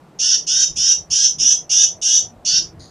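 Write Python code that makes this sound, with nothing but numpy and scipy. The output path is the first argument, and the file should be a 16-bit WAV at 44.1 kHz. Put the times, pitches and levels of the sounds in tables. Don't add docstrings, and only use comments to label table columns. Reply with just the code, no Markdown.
import sys
import numpy as np
from scipy import signal
from scipy.fft import rfft, irfft, next_fast_len
from scipy.io import wavfile
from scipy.ndimage import uniform_filter1d, minimum_filter1d

SR = 44100
rng = np.random.default_rng(int(sys.argv[2]) if len(sys.argv) > 2 else 0)


def makeup_ratio(level_db):
    decades = np.asarray(level_db, float) / 20
    return 10 ** decades


def log_audio(samples):
    frames = np.atleast_2d(samples).T
    limited = np.clip(frames, -1, 1)
    pcm = np.round(limited * 32767).astype(np.int16)
    wavfile.write(sys.argv[1], SR, pcm)


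N = 127890


def walk(rate_hz, size):
    hold = max(int(SR / rate_hz), 2)
    draws = rng.standard_normal(size)[:size // hold + 1]
    steps = np.repeat(draws, hold)
    return 1.35 * uniform_filter1d(uniform_filter1d(steps, hold), hold)[:size]


def bell(x, centre, width):
    return np.exp(-.5 * ((x - centre) / width) ** 2)


def peaks(table, hz):
    power = sum(makeup_ratio(2 * db) * bell(hz, f, width) for f, width, db in table)
    return np.sqrt(power + 1e-9)


def colour(x, gain):
    size = next_fast_len(x.shape[-1])
    hz = np.arange(size // 2 + 1) * SR / size + 1
    return irfft(rfft(x, size) * gain(hz), size)[..., :x.shape[-1]]


def level(x, db):
    return x * makeup_ratio(db) / np.sqrt(np.mean(x ** 2))


# (frequency [Hz], level [dB per Hz])
WOODS = [(20, -14), (90, -9), (300, -11), (800, -14), (1500, -24), (3000, -33), (8000, -40.5),
         (15000, -50.5)]
# (time [s], length [s], level [dB])
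PUFFS = [(0.255, 0.037, 5.5), (0.4, 0.045, 8), (0.554, 0.03, 4.5), (0.708, 0.015, 14), (0.786, 0.033, 10),
         (1.01, 0.026, 13), (1.12, .02, 14), (1.413, 0.049, 13.5), (1.614, .02, 4), (1.953, 0.017, 8.5),
         (2.243, .025, 13), (2.392, 0.056, 6.5), (2.533, 0.011, 11), (2.62, 0.052, 9.5),
         (2.801, .035, 11.5)]


def woods():
    t = np.arange(N) / SR
    mid, side = rng.standard_normal((2, N))
    side = colour(side, lambda hz: .4 / (1 + (6000 / hz) ** 2) + .012 + .04 / (1 + (hz / 250) ** 4))
    woods_hz, woods_db = np.array(WOODS).T
    pair = colour(np.array([mid + side, mid - side]),
                  lambda hz: makeup_ratio(np.interp(np.log(hz), np.log(woods_hz), woods_db)))
    gust_db = .5 * walk(3.1, size=N)
    puffs_db = sum(db * bell(t, start_s, long_s) for start_s, long_s, db in PUFFS)
    rise_db = -11.5 * np.exp(-t / .5)
    air = 0
    for centre in 20 * 2 ** np.arange(0, 10, .5):
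        band = colour(pair, lambda hz: np.cos(np.pi / 2 * np.clip(2 * np.log2(hz / centre), -1, 1)) ** 2)
        flicker_db = 0.87 + 3 / (1 + (centre / 250) ** 2)
        bass = 1 / (1 + (centre / 220) ** 2)
        bass_db = bass * puffs_db + bass ** 4 * rise_db
        air = air + band * makeup_ratio(gust_db + bass_db + flicker_db * walk(9.23, size=N))
    return level(air, -46.5) + motor_hum(puffs_db) + far_car(t) + whine(t)


def motor_hum(puffs_db):
    hum_hz, width_hz, patchy_db = 164.9, 12.5, 1.5
    modes = [(hum_hz, width_hz, 0), (2 * hum_hz, width_hz, -7)]
    hum = colour(rng.standard_normal(N), lambda hz: peaks(modes, hz))
    return level(hum * makeup_ratio(puffs_db + patchy_db * walk(12, size=N)), -52.5)


def far_car(t):
    car = level(colour(rng.standard_normal(N), lambda hz: bell(hz, 652, 120)), -51.5)
    return car * bell(t, 2, 0.37)


def whine(t):
    return level(np.sin(2 * np.pi * 11800 * t), -86)


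LOW_HZ = 2150


def trunks(x):
    onset_s, end_s, t60_s, edge_t60_s = 0.027, 0.14, 0.21, .21
    t = np.arange(SR // 4) / SR
    shape = np.clip(t / onset_s, 0, 1) * np.exp(-(t / end_s) ** 4)
    noise = rng.standard_normal((2, len(t)))
    lasting = colour(noise, lambda hz: bell(hz, 5900, 800))
    decay = makeup_ratio(-60 * t / t60_s)
    tail = shape * (lasting * decay + (noise - lasting) * makeup_ratio(-60 * t / edge_t60_s))
    mid, side = tail / np.sqrt(np.sum((shape * decay) ** 2))
    side = colour(side, lambda hz: 0.36 / (1 + (4860 / hz) ** 4))
    mid = colour(mid, lambda hz: 1 / (1 + (LOW_HZ / hz) ** 2))
    echoes = np.array([mid + side, mid - side])
    return makeup_ratio(-4) * signal.fftconvolve(x[None], echoes, axes=1)[:, :N]


# (frequency [Hz], width [Hz], level [dB])
RASPER_MODES = [(1890, 223, -14), (3670, 280, -15.5), (4270, 220, -2.5), (4800, 190, -1.5),
                (6000, 220, -10), (6620, 140, -4), (8400, 490, -29.5), (9300, 99, -12.5)]


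def rasper():
    start_s, attack_s, fade_s = 2.792, .016, 0.043
    clicks_per_s, spread_db = 2500, 3.0
    t = np.clip(np.arange(N) / SR - start_s, 0, None)
    hit, size, sign = rng.random(N), rng.exponential(size=N), rng.standard_normal(N)
    clicks = (hit < clicks_per_s / SR) * makeup_ratio(spread_db * size) * np.sign(sign)
    ringing = level(colour(clicks, lambda hz: peaks(RASPER_MODES, hz)), -38)
    rasp = ringing * np.clip(t / attack_s, 0, 1) * np.exp(-t / fade_s)
    return rasp + trunks(rasp)


# (frequency [Hz], width [Hz], level [dB])
THROAT = [(1564, 64, -26.5), (1810, 110, -31.5), (2666, 113, -29.5), (3160, 187, -14.5), (3719, 110, -14.5),
          (5244, 145, -10), (5940, 294, -6), (6460, 257, -10.5), (7207, 81, -16), (7816, 87, -26),
          (8540, 150, -28.5), (9400, 550, -35), (10850, 320, -45), (14000, 1200, -61)]


def dee(length_s, top_hz, db, beak_db, dull_db):
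    attack_s, release_s = 0.018, 0.031
    size = SR // 4
    t = np.arange(size) / SR
    scoop_hz = 60.56 * np.exp(-t / .055)
    sag_hz = 161 * np.clip(t - .125, 0, None)
    hz = top_hz - scoop_hz - sag_hz
    phase = 2 * np.pi * np.cumsum(hz * (1 + .003 * walk(90, size=size))) / SR
    grid = np.arange(0, SR / 2, 10)
    throat = peaks(THROAT + [(4580, 170, -19 + beak_db)], grid)
    rasp = .36 + .5 * np.exp(-t / .03) + .5 * bell(t, length_s - release_s / 2, release_s)
    treble_db = 9 * np.exp(-t / .035) - dull_db * t
    ridge_db = 10 * (1 - np.exp(-t / .06))
    late_db = -24 * np.exp(-t / 0.028)
    buzz = 0
    for k in range(4, 48):
        overtone_hz = k * top_hz
        turn = phase * k + 2 * np.pi * rng.random()
        tone = (1 + rasp * walk(300, size=size)) * np.sin(turn)
        tone = tone + rasp * walk(300, size=size) * np.cos(turn)
        tone_db = 2.2 * walk(40, size=size)
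        tone_db = tone_db + treble_db / (1 + (6700 / overtone_hz) ** 10)
        tone_db = tone_db + ridge_db * bell(k, 18.1, .9)
        tone_db = tone_db + (overtone_hz < LOW_HZ) * late_db
        follow = 0.57 if overtone_hz < 4300 else 0.17
        throat_gain = np.interp(k * hz * (top_hz / hz) ** follow, grid, throat)
        buzz = buzz + throat_gain * makeup_ratio(tone_db) * tone
    swell = (1 - np.exp(-2 * t / attack_s)) * makeup_ratio(-12 * np.exp(-t / 0.018))
    release = np.sin(np.pi / 2 * np.clip((length_s - t) / release_s, 0, 1)) ** 2
    return level(buzz, db) * swell * release


# (time [s], length [s], final buzz rate [Hz], level [dB], extra beak resonance [dB])
DEES = [
    (0.188, 0.19, 312.8, -14, 6.5),
    (0.465, 0.2, 319.1, -14, 3),
    (0.757, 0.19, 323.4, -13, 2),
    (1.101, 0.19, 330, -12, 4),
    (1.383, .17, 335.2, -12, -6.5),
    (1.693, .175, 336.6, -10.5, -1.5),
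    (2.014, 0.19, 338.7, -12, -0.5),
    (2.448, .16, 316.4, -14, 10.5),
]
DULLING = [24, 7.1, 5, 6.1, 5, 5, 3.7, 87]
# (frequency [Hz], width [Hz], depth [0-1])
SNOW_DIPS = [(2037, 62.4, 0.42), (4370, 95, 0.09), (8340, 150, .8)]
# (time [s], left minus right level [dB])
HEAD_TURN = [(.2, -2.2), (.9, -2.8), (1.5, -2.2), (2.099, -1.2), (2.3, -.6), (2.45, -3.1)]


def chickadee():
    song = np.zeros(N + SR)
    for (start_s, *settings), dull_db in zip(DEES, DULLING):
        note = dee(*settings, dull_db)
        song[int(start_s * SR):][:len(note)] += note
    song = colour(song[:N], lambda hz: np.prod([1 - min(depth, 1) * bell(hz, f, width)
                                                for f, width, depth in SNOW_DIPS], axis=0))
    heard = song + trunks(song)
    turn_db = np.interp(np.arange(N) / SR, *np.array(HEAD_TURN).T)
    lean = np.tanh(turn_db * np.log(10) / 40)
    side = lean * colour(heard.mean(axis=0), lambda hz: bell(hz, 5700, 980))
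    return heard + side * np.array([[1], [-1]])


def scene():
    return woods() + rasper() + chickadee()


def roll_off(x):
    return signal.sosfilt(signal.butter(12, 15610, fs=SR, output="sos"), x)


def record(dry):
    ceiling, span = .93, int(.004 * SR)
    gain = np.minimum(1, ceiling / (np.abs(dry).max(axis=0) + 1e-9))
    gain = uniform_filter1d(minimum_filter1d(gain, 2 * span), span)
    mix = colour(dry * gain, lambda hz: 1 / (1 + (hz / 15200) ** 60))
    return roll_off(mix)


dry = scene()
out = record(dry)
log_audio(out)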